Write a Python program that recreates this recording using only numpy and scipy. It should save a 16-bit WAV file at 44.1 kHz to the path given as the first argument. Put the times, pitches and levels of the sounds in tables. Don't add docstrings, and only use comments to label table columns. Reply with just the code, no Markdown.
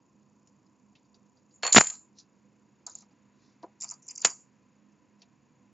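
import sys
import numpy as np
from scipy import signal
from scipy.io import wavfile
from scipy.ndimage import uniform_filter1d

SR = 44100
rng = np.random.default_rng(int(sys.argv[2]) if len(sys.argv) > 2 else 0)


def nominal_scale(level):
    x = np.asarray(level, float) / 20
    return 10 ** x


def unload_wav(signal):
    wavfile.write(
        sys.argv[1],
        SR,
        np.round(np.clip(np.atleast_2d(signal).T, -1, 1) * 32767).astype(np.int16),
    )


N = 252671
TIME = np.arange(N) / SR
HELD_S = 2.3


def at_hz(points, hz):
    table = np.array(points)
    return np.interp(np.log(hz), np.log(table[:, 0]), table[:, 1])


def rms_one(x):
    return x / np.sqrt(np.mean(x ** 2) + 1e-20)


def band(x, low_hz, high_hz):
    return signal.sosfilt(signal.butter(2, [low_hz, high_hz], "band", fs=SR, output="sos"), x)


def narrow(hz, width_hz, size):
    r = np.exp(-np.pi * width_hz / SR)
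    poles = [1, -2 * r * np.cos(2 * np.pi * hz / SR), r * r]
    return rms_one(signal.lfilter([1, 0, -1], poles, rng.standard_normal(size)))


# frequency in Hz, left-right likeness from 0 to 1.
CHANNEL_LIKENESS = [(60, 0.997), (200, 0.89), (690, 0.953), (2340, 1), (7920, 1)]
# frequency in Hz, left minus right in dB.
CHANNEL_LEAN = [(60, 4.5), (160, -4), (420, -4), (1120, 1.5), (2980, 0.5), (7920, -1)]


def sides(mid, side, hz):
    alike = np.clip(at_hz(CHANNEL_LIKENESS, hz), 0, 1)
    lean_db = at_hz(CHANNEL_LEAN, hz) * np.array([[.5], [-.5]])
    pair = np.sqrt(1 + alike) * mid + np.sqrt(1 - alike) * side * [[1], [-1]]
    return pair * nominal_scale(lean_db) / np.sqrt(2)


def bands(low_hz, count, size=N):
    edges = low_hz * 2 ** (np.arange(count + 1) / 3)
    white = rng.standard_normal((2, 2, size))
    return [(np.sqrt(a * b), band(white[k % 2], a, b)) for k, (a, b) in enumerate(zip(edges, edges[1:]))]


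def add(out, s, sound):
    i = round(s * SR)
    out[i:i + len(sound)] += sound[:N - i]


def modes(table, t60, rise_s, spread_db):
    t = TIME[:SR // 5, None]
    hz, level_db = np.array(table)[:, :2].T
    luck = rng.random((2, len(hz)))
    gains = nominal_scale(level_db + spread_db * (2 * luck[0] - 1))
    shape = (1 - np.exp(-t / rise_s)) * nominal_scale(-60 * t / t60)
    return (shape * np.sin(2 * np.pi * (hz * t + luck[1]))) @ gains / np.sqrt(np.sum(gains ** 2))


def crack(low_hz, high_hz, t60, rise_s):
    t = TIME[:SR // 10]
    shape = (1 - np.exp(-t / rise_s)) * nominal_scale(-60 * t / t60)
    noise = band(rng.standard_normal(len(t)), low_hz, high_hz)
    return rms_one(band(noise, low_hz, high_hz)) * shape


# frequency in Hz, level in dB.
SLAB_MODES = [(330, 3.5), (495, -4.5), (694, -4.5), (820, -8.5), (970, 0.33), (1240, -2), (1556, -13.5)]


def knock(low_hz, high_hz):
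    thud = crack(low_hz, high_hz, t60=.09, rise_s=0.0028)
    inside = [mode for mode in SLAB_MODES if low_hz <= mode[0] <= high_hz]
    rung = modes(inside, 0.079, rise_s=0.0019, spread_db=7.0)
    return nominal_scale(1.0) * rung[:len(thud)] + nominal_scale(-4.5) * thud


def stroke(s, attack_s, hold_s, release_s, level_db):
    moments = s + np.cumsum([0, attack_s, hold_s, release_s])
    corners_db = level_db - 31 * np.array([1, 0, 0, 1])
    return nominal_scale(np.interp(TIME, moments, corners_db, -150, -150))


def grains(noise, depth_db):
    unevenness = rms_one(uniform_filter1d(rng.standard_normal(N), size=150))
    return rms_one(noise * nominal_scale(depth_db * unevenness))


# frequency in Hz, density in dB per Hz.
ROOM_TONE = [(21, -59), (35, -28), (113, -4.5), (159, -7.5), (208, -2.5), (392, -10.5), (491, -14),
             (788, -17), (966, -25), (1390, -21), (2550, -23), (3190, -32.5), (6280, -29.5), (6880, -24),
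             (7700, -41.5), (10000, -71.5), (16900, -120)]
# time in seconds, level in dB.
ROOM_TONE_SWELL = [(0, -3), (1.4, -1.5), (2.2, 0.5335), (3.4, 4.5), (4.2, 3), (5.73, 2.5)]
# frequency in Hz, width in Hz, level in dB.
APPLIANCE_LINES = [(132.6, 24, -74.5), (205, 7.2, -69), (250.97, 9, -75.5), (302.4, 30, -75),
                   (500, 12, -83), (993.3, 90, -77.5), (2560, 160, -91.5), (4650, 290, -96),
                   (7440, 330, -82)]


def air():
    swell_db = np.interp(TIME, *np.transpose(ROOM_TONE_SWELL))
    swell_db = swell_db - swell_db.mean()
    tone = 0
    for hz, pair in bands(35, count=24):
        tone = tone + nominal_scale(at_hz(ROOM_TONE, hz) + swell_db * (1200 < hz < 5000)) * sides(*pair, hz)
    hum = sum(nominal_scale(level_db) * sides(*narrow(hz, width, (2, N)), hz) for hz, width, level_db in APPLIANCE_LINES)
    return nominal_scale(-71) * rms_one(tone) + hum


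def whine():
    frames_per_s = 30
    phase = TIME * frames_per_s % 1
    on = uniform_filter1d(1. * (phase > .55) * (phase < .97), size=60)
    wobble = 1 + 0.31 * np.cos(2 * np.pi * (4 * phase + .4))
    tone = np.sin(2 * np.pi * 6730 * phase / frames_per_s) + 0.32 * narrow(6730, 150, N)
    flick = np.exp(-((phase - .92) / 0.09) ** 2) * narrow(7200, 350, N)
    return nominal_scale(-79) * on * wobble * tone + nominal_scale(-71 - 1.2 * TIME) * flick


# frequency in Hz, density in dB per Hz.
FRICTION_COLOUR = [(1470, -46.5), (2500, -33.5), (3210, -46), (3680, -14), (4630, -5.5), (5880, -8),
                   (7350, -16), (8200, -56), (10700, -86), (18000, -120)]
# start, attack, hold and release in seconds, level in dB.
RUB_STROKES = [
    (2.133, 0.042, 0.03, 0.049, -65),
    (2.183, 0.0042, 0.017, 0.041, -60.5),
    (2.868, 0.0019, 0.0031, 0.011, -51),
    (2.87, 0.0031, 0.028, .12, -61),
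    (2.944, 0.0027, 0.0757, 0.06, -66.5),
    (3.281, 0.16, 0.041, 0.23, -77),
    (3.624, .002, 0.013, .01, -68.5),
    (5.168, 0.042, .015, .03, -73),
]


def rub():
    hiss = sum(nominal_scale(at_hz(FRICTION_COLOUR, hz)) * pair[0] for hz, pair in bands(2400, count=5))
    return grains(hiss, depth_db=1.0) * sum(stroke(*row) for row in RUB_STROKES)


# start in seconds, level in dB, low and high edge in Hz, decay time in seconds.
SLAB_BLOWS = [(1.633, -41, 200, 520, 0.092), (1.725, -40, 610, 3996, 0.0998),
              (1.7485, -28.5, 500, 4400, .06), (1.762, -13, 95, 300.1, .09), (1.774, -21.5, 601, 4000, .04),
              (1.786, -26.5, 400, 4630, 0.1), (1.9, -50.5, 1205, 1267, 0.1576),
              (2.872, -55, 350, 653.7, 0.09), (2.874, -66.5, 1300, 2600, 0.038),
              (3.632, -47, 299.4, 1010, 0.1495), (3.633, -57.5, 1200, 2290, .05),
              (4.25, -32.5, 150, 2598, 0.139)]


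def blows():
    out = np.zeros(N)
    for s, level_db, low_hz, high_hz, t60 in SLAB_BLOWS:
        add(out, s, nominal_scale(level_db) * crack(low_hz, high_hz, t60, rise_s=0.00047))
    return out


# start in seconds, peak in dB, pitch in Hz,
# table knock against the peak in dB, decay time in seconds.
NAIL_TICKS = [(0.2095, -75, 2575, -11, .047), (0.4719, -53, 6810, -21, 0.029),
              (0.664, -65.5, 5030, -20.5, .03), (0.952, -54, 2654, -33.5, 0.046),
              (1.045, -71, 4650, -19, .08), (1.143, -54, 4695, -12.5, 0.0343),
              (1.2634, -63, 6020, -17.5, .012), (1.3696, -63.5, 4700, -9, 0.052),
              (1.5091, -62.5, 4720, -15.5, 0.0532), (2.1849, -44, 5720, -32, 0.047),
              (2.7995, -73, 2234, 6.5, 0.048), (3.1086, -68, 4650, 3, 0.046),
              (3.6276, -47, 4720, 10.5, 0.0089), (3.635, -59, 4291, 13.5, .03),
              (4.9196, -69, 6486, -7.5, 0.045), (5.2183, -41, 4700, -26, 0.011),
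              (5.2221, -54, 4570, -21, .02), (5.2262, -52.5, 2637, -14, .025)]


def ticks():
    out = np.zeros(N)
    for s, peak_db, hz, knock_db, t60 in NAIL_TICKS:
        pair = [(hz, 0.1), (hz * 1.04, -6)]
        add(out, s, nominal_scale(peak_db - 2) * modes(pair, t60, rise_s=0.00052, spread_db=9.5))
        hiss = crack(0.722 * hz, min(2.2 * hz, 9000), t60 * 2.87, rise_s=0.002)
        add(out, s, nominal_scale(peak_db - 8) * hiss)
        add(out, s, nominal_scale(peak_db - 10) * crack(1800, 7500, t60=0.0174, rise_s=0.00052))
        add(out, s + .004, nominal_scale(peak_db + knock_db + 0.5) * knock(240, 970))
    return out


# start, # attack, hold and release in seconds, level in dB.
JINGLE_SWELLS = [(1.485, 0.0675, .003, 0.101, -57.5), (1.897, 0.0091, 0.0484, 0.085, -56.5),
                 (3.79, 0.025, 0.121, .035, -56), (3.8, 0.0098, 0.0366, .02, -55.5),
                 (4.017, 0.0036, 0.075, 0.011, -62.5), (4.078, 0.0031, 0.039, 0.049, -58),
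                 (4.129, 0.1214, 0.028, 0.0015, -44), (4.223, 0.035, 0.0011, .001, -28.5),
                 (2.872, 0.0038, 0.0556, 0.0464, -57), (2.954, 0.0042, 0.059, .05, -60.5),
                 (3.299, 0.11, 0.085, .15, -75.5)]
JINGLE_LOW_HZ = [6680, 4021, 4550, 3690, 5600, 4700, 4700, 397, 6288, 6287, 3508]


def jingle():
    white = rng.standard_normal(N)
    out = np.zeros(N)
    for row, low_hz in zip(JINGLE_SWELLS, JINGLE_LOW_HZ):
        edge = signal.cheby1(4, 1, [low_hz, 7600], "band", fs=SR, output="sos")
        out += stroke(*row) * grains(signal.sosfilt(edge, white), depth_db=3.0)
    return out


# start in seconds, length in seconds, level in dB, first and last pitch in Hz.
PITCH_GLIDES = [(1.7215, 0.006, -23, 4370, 4450), (1.7735, .006, -24, 4300, 4400),
                (2.912, .011, -52.5, 4700, 5050), (3.85, 0.018, -59, 4750, 4700),
                (3.872, 0.017, -55.5, 4560, 4795), (3.923, 0.017, -56, 4610, 4700),
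                (4.088, 0.02, -42.5, 5230, 4769), (4.106, 0.017, -39, 6960, 7655),
                (4.139, 0.0237, -64, 4630, 4700), (4.2525, 0.007216, -26, 4813, 4845),
                (4.278, 0.063, -49, 4750, 4693), (4.335, 0.091, -75.5, 4730, 4730)]


def glides():
    out = np.zeros(N)
    for s, length, level_db, first_hz, last_hz in PITCH_GLIDES:
        size = round(length * SR)
        turns = np.cumsum(np.linspace(first_hz, last_hz, size)) / SR
        add(out, s, nominal_scale(level_db) * np.hanning(size) ** 0.53 * np.sin(2 * np.pi * turns))
    return out


# start in seconds, clack in dB, table knock in dB.
EDGE_TOUCHES = [(2.8676, -72.5, -49), (2.8749, -65.5, -44), (2.9527, -68.5, -59), (3.0232, -66, -59.5),
                (3.814, -51.5, -65), (3.8222, -50, -53.5), (3.836, -50.5, -48), (3.8444, -58, -50),
                (3.8994, -60, -59), (3.9112, -74.5, -51), (3.9178, -58, -48), (4.089, -53.5, -60),
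                (4.1078, -53, -62), (4.1752, -53.5, -63), (4.1941, -65, -60.5), (4.2178, -71.5, -59),
                (4.2479, -29.5, -32.5), (4.2541, -42, -43.5), (4.2592, -47, -44.5), (4.27, -53, -51),
                (4.2974, -68, -52.5), (4.3023, -67, -48), (4.311, -69, -50.5)]


def touches():
    out = np.zeros(N)
    for s, clack_db, knock_db in EDGE_TOUCHES:
        add(out, s, nominal_scale(clack_db + 6.0) * crack(1927, 2925, t60=0.0434, rise_s=0.0086))
        add(out, s, nominal_scale(knock_db - 2.0) * knock(650, 1520))
    return out


# frequency in Hz, level in dB.
BRIGHT_MODES = [(6350, -17), (6650, -7.5), (6920, -10.5), (7020, -5.5), (7140, -7), (7240, -4.5),
                (7340, -7.5), (7550, -8.5), (7860, -16.5)]


def bright_ring(t60, rise_s, spread_db):
    return modes(BRIGHT_MODES, t60, rise_s, spread_db)


# start in seconds, bright ring in
# dB, plate in dB, plate pitch in Hz.
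HELD_CLINKS = [
    (2.8659, -24.5, -39.5, 4770),
    (2.8745, -48.5, -61, 4280),
    (2.8973, -38, -63, 5330),
    (2.919, -50.5, -66, 5150),
    (2.953, -29.5, -49, 5600),
    (2.986, -46, -61.5, 5210),
    (3.0071, -51, -55.5, 4830),
    (3.022, -54.5, -59.5, 5750),
               (3.803, -43, -48.5, 5266), (3.809, -29.5, -41.5, 5800), (3.8192, -30.5, -41.5, 5430),
               (3.822, -28, -37.5, 4700), (3.8288, -33.5, -39.5, 4720), (3.836, -27.5, -52, 5450),
               (3.8429, -29, -41, 4770), (3.848, -40.5, -50, 5545), (3.8825, -49, -47, 4850),
               (3.8891, -32.5, -40.5, 4912), (3.8998, -33, -42.5, 5330), (3.9111, -25.5, -40, 5810),
               (3.9145, -39, -53, 5600), (3.9194, -40, -57, 5530), (3.938, -45.5, -49.5, 4833),
               (4.0273, -48.5, -68.5, 5790), (4.0674, -45.5, -64, 5900), (4.0808, -37, -52, 5970),
               (4.085, -32, -40, 5850), (4.098, -53.5, -53, 5000), (4.104, -62, -50.5, 5365),
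               (4.1073, -37.5, -41, 5420), (4.1101, -31, -46, 6098), (4.1542, -41, -52, 6027),
               (4.158, -36, -40.5, 5160), (4.1604, -56.5, -45.5, 5780), (4.176, -35.5, -45.5, 6054),
               (4.1788, -33.5, -36.5, 6010), (4.1939, -44, -52, 6060), (4.2039, -42, -55.5, 5030),
               (4.214, -37.5, -50.5, 6080), (4.2177, -25, -38, 4984), (4.247, -13, -23, 5215),
               (4.2536, -31, -25, 4640), (4.258, -19.5, -36, 5170), (4.2662, -32.5, -38.5, 5070),
               (4.2698, -22, -31.5, 5850), (4.2972, -39, -48.5, 5040), (4.3016, -33.5, -38.5, 5800),
               (4.311, -36, -43, 4727)]
# time in seconds, pitch in Hz.
GRIP_PITCH = [(2.866, 7240), (2.897, 7050), (2.919, 7190), (2.953, 6950), (3.007, 7300), (3.804, 7140),
              (3.81, 7300), (3.85, 7290), (3.889, 7250), (3.911, 7030), (3.939, 6930), (4.027, 6850),
              (4.068, 7570), (4.085, 7080), (4.157, 7320), (4.177, 6870), (4.217, 7080), (4.248, 6910)]
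# frequency in Hz, level in dB.
HELD_PLATE_MODE = [(4735, -13.7)]


def clinks():
    out = np.zeros(N)
    for s, bright_db, plate_db, plate_hz in HELD_CLINKS:
        add(out, s - .001, nominal_scale(bright_db + 3.5) * bright_ring(0.01987, rise_s=0.00088, spread_db=1.0))
        ring_hz = np.interp(s, *np.transpose(GRIP_PITCH))
        add(out, s - .001, nominal_scale(bright_db + 5.0) * modes([(ring_hz, 0)], 0.017, rise_s=0.00127, spread_db=0))
        pair = [(plate_hz, 0.1), (plate_hz * 1.07, -5)]
        add(out, s, nominal_scale(plate_db + 6.5) * modes(pair, 0.0153, rise_s=0.00096, spread_db=5.5))
        add(out, s, nominal_scale(plate_db + 4.0) * crack(5000, 6800, t60=0.019, rise_s=0.0007))
        add(out, s, nominal_scale(plate_db - 17) * modes(HELD_PLATE_MODE, 0.108, rise_s=.003, spread_db=3.0))
    return out


# start in seconds, length in seconds, level in dB, pitch in Hz,
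# change of level to the end in dB.
EDGE_SKIDS = [(1.7248, 0.00792, -10, 7027, 1), (1.733, 0.0157, -18.5, 6950, 0),
              (1.7371, .0012, -15, 6860, 0.5), (1.7448, 0.0057, -17.5, 7348, 2),
              (1.7481, 0.0082, -11, 7030, -4), (1.7555, 0.00455, -16, 7010, 5.5),
              (1.7575, 0.02185, -9, 7150, 0), (1.7749, .003, -15, 7230, -3),
              (1.7789, 0.0096, -7, 6846, -6.5), (1.788, 0.021, -22.5, 7080, 0),
              (1.8071, 0.0039, -11.5, 7118, -1.5), (1.8116, .0042, -12.5, 7176, 0),
              (4.2474, 0.000737, -5, 7283, 1), (4.249, 0.006, -8, 6970, -2.5),
              (4.2565, .0085, -13, 6966, -8)]


def skid():
    out = np.zeros(N)
    for s, length, level_db, hz, change_db in EDGE_SKIDS:
        t = TIME[:round(length * SR)]
        fade = np.clip(np.minimum(t, length - t) / 0.00013, 0, 1)
        gain = nominal_scale(level_db + change_db * t / length) * fade
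        song = np.sin(2 * np.pi * hz * t) + 0.34 * narrow(hz, 550, len(t))
        plate_db = -21 - 4 * (s > HELD_S)
        add(out, s, gain * (song + nominal_scale(plate_db) * narrow(4500, 990, len(t))))
    return out


# frequency in Hz, level in dB.
FREE_PLATE_MODES = [(4370, -1.2032), (4680, -24)]


def loose_hit(out, s, bright_db, bright_t60, plate_db, plate_t60, clack_db, knock_db):
    add(out, s, nominal_scale(bright_db + 2.5) * bright_ring(bright_t60, rise_s=0.00068, spread_db=6.5))
    upper = modes([(7050, 0)], 1.75 * plate_t60, rise_s=0.0005, spread_db=0)
    add(out, s, nominal_scale(bright_db - 5.5) * upper)
    add(out, s, nominal_scale(plate_db - 0.5) * modes(FREE_PLATE_MODES, plate_t60, rise_s=0.00032, spread_db=2.0))
    add(out, s, nominal_scale(plate_db + 3.0) * crack(1500, 7600, t60=0.013, rise_s=0.0002))
    add(out, s, nominal_scale(clack_db) * crack(1200, 2900, t60=0.048, rise_s=0.00075))
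    add(out, s, nominal_scale(knock_db + 2.0) * knock(400, 1600))


# start in seconds, bright ring in dB, table knock in dB.
FLAT_RATTLE = [(1.7987, -14, -30), (1.8175, -19.5, -40.5), (1.8235, -20, -49.5), (1.832, -32, -52),
               (1.8385, -29, -59.5), (1.8437, -21, -64), (1.8481, -28, -73), (1.8548, -33, -66),
               (1.862, -29.5, -66.5), (1.8663, -29.5, -66), (1.8689, -17.5, -62), (1.8737, -24.5, -73),
               (1.882, -28, -69.5), (1.889, -28.5, -63), (1.8985, -24.5, -65.5), (1.9015, -22, -55.5),
               (1.911, -42, -57), (1.935, -45.5, -61), (1.9388, -45, -69), (1.946, -52, -73),
               (1.951, -58.5, -73), (1.963, -56.5, -80.5)]


def rattle():
    out = np.zeros(N)
    for s, ring_db, knock_db in FLAT_RATTLE:
        clack_db = -38 - 190 * (s - FLAT_RATTLE[0][0])
        loose_hit(out, s, ring_db, 0.027, ring_db - 20.5, .025, clack_db, knock_db)
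        add(out, s, nominal_scale(ring_db - 10) * crack(4800, 5200, t60=.012, rise_s=0.00037))
    return out


# start in seconds, bright ring, plate mode and table knock in dB.
TAG_BOUNCES = [
    (1.625, -40.5, -45, -58.5),
    (1.6318, -29, -27.5, -30),
    (1.6369, -29, -32, -43),
    (1.649, -25.5, -25, -30),
    (1.665, -22, -25.5, -39.5),
    (1.6763, -23, -28, -35.5),
    (1.692, -34.5, -43.5, -43.5),
    (1.705, -30.5, -45.5, -47.5),
]


def drop():
    out = np.zeros(N)
    for s, ring_db, plate_db, knock_db in TAG_BOUNCES:
        loose_hit(out, s, ring_db, 0.032, plate_db, .08, knock_db + 1.5, knock_db)
    return out


# frequency in Hz, reverberation time in seconds.
REVERB_T60 = [(200, 0.12), (1000, 0.21), (3000, 0.18), (4200, .2), (5000, 0.54), (6000, .3), (7000, .35)]
# frequency in Hz, level of the tail in dB.
REVERB_LEVEL = [(200, -25), (1000, -3.5), (3000, -5), (4300, -20), (5000, -24), (6000, -18), (7000, -12.5)]


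def room(x):
    t, tail = TIME[:SR // 2], 0
    for hz, pair in bands(160, count=17, size=len(t)):
        t60 = at_hz(REVERB_T60, hz)
        decay = nominal_scale(at_hz(REVERB_LEVEL, hz) - 60 * t / t60)
        tail = tail + decay * sides(*pair, hz) / np.sqrt(t60 * SR / 14)
    return signal.fftconvolve(x[None], tail * np.clip(t / 0.011, 0, 1), axes=1)[:, :N]


def gate(x):
    level_db = 10 * np.log10(uniform_filter1d(np.mean(x ** 2, axis=0), size=600) + 1e-14)
    return x * nominal_scale(0.86 * np.minimum(level_db + 63, 0))


def scene():
    near = drop() + rattle() + skid() + clinks() + touches() + glides()
    faint = blows() + ticks() + rub() + jingle() + air() + whine()
    faint = signal.sosfilt(signal.cheby2(12, 40, 7850, fs=SR, output="sos"), faint)
    hand = nominal_scale(-24) * np.roll(near, 23) * [[1], [-1]]
    to_room = near * nominal_scale(-3.5 * (TIME > HELD_S))
    return near * nominal_scale(np.array([[-.3], [.3]])) + hand + gate(room(to_room)) + faint


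# start in seconds, length in seconds.
SLAM_TIMES = [
    (1.7316, .0004),
    (1.7476, .00035),
    (1.7615, .005),
    (1.7668, .0067),
    (1.7793, .0062),
    (1.8106, .0006),
    (4.24985, .00022),
]
# level in dB, swings per second, share by which the membrane swings back.
SLAM_SWINGS = [(-16.5, 7800, .9), (-0.5, 2300, 0.27), (-5, 3750, 0.08), (-2, 4200, .1), (-1.5, 2650, .1),
               (-5, 3000, 0.1), (3, 5200, 0.45)]
# time in
# seconds, lean from -1 to 1.
MEMBRANE_LEAN = [(1.762, -.3), (1.7665, 0), (1.7672, -.8), (1.7678, .85), (1.769, .85), (1.7697, -.6),
                 (1.7712, -.4), (1.7727, .5), (1.774, 0),
                 (1.7795, 0), (1.7803, -.9), (1.7813, .9), (1.7821, -.8), (1.7828, .8), (1.7835, -.7),
               (1.784, .3), (1.7846, -.5)]


def slams():
    out = np.zeros((2, N))
    lean = np.interp(TIME, *np.transpose(MEMBRANE_LEAN))
    for (s, length), (level_db, swings, back) in zip(SLAM_TIMES, SLAM_SWINGS):
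        t = TIME[:round(length * SR)]
        lasting = length > .002
        uneven_db = lasting * rng.normal(0, 4.0, 80)[(t * 4000).astype(int)]
        turns = np.cumsum(swings * nominal_scale(uneven_db)) / SR
        push = np.sin(np.pi * turns) - 1.3 * lasting * lean[round(s * SR):][:len(t)]
        rails = np.pad(-nominal_scale(level_db) * (np.tanh(4.0 * push) + .4 * rng.standard_normal(len(t))), 50)
        recoil = np.hanning(len(rails))
        rails = rails - back * rails.sum() * recoil / recoil.sum()
        differ_db = rng.normal(0, 2.2, 80)[np.arange(len(rails)) // 30]
        add(out[0], s - 50 / SR, rails)
        add(out[1], s - 50 / SR, rails * nominal_scale(differ_db))
    return out


# start in seconds, level in dB, frequency in Hz, decay time in seconds.
PORT_SHUDDERS = [
    (1.7466, -16.5, 1464, 0.012),
    (1.7625, -27, 1120, 0.033),
    (1.7785, -18, 900, 0.049),
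]


def shudder():
    out = np.zeros(N)
    for s, level_db, hz, t60 in PORT_SHUDDERS:
        add(out, s, nominal_scale(level_db) * modes([(hz, 0), (hz * .82, -4)], t60, rise_s=0.0022, spread_db=1.5))
    return out * [[1], [-1]]


def overload(x):
    rail = .62
    excess = rail * np.tanh((x + slams()) / rail) - x
    x = x + signal.sosfilt(signal.butter(3, 100, "high", fs=SR, output="sos"), excess)
    x = np.clip(x, -1.1 * rail, 1.1 * rail) + shudder()
    x = signal.sosfilt(signal.butter(2, 55, "high", fs=SR, output="sos"), x)
    return np.clip(x, -1.1 * rail, 1.1 * rail)


def band_limit(x):
    return signal.sosfilt(signal.butter(12, 8520, fs=SR, output="sos"), x)


def record(dry):
    top_cut = signal.cheby2(10, 60, 8993.3, fs=SR, output="sos")
    mix = signal.sosfilt(top_cut, overload(dry))
    return band_limit(mix)


dry = scene()
out = record(dry)
unload_wav(out)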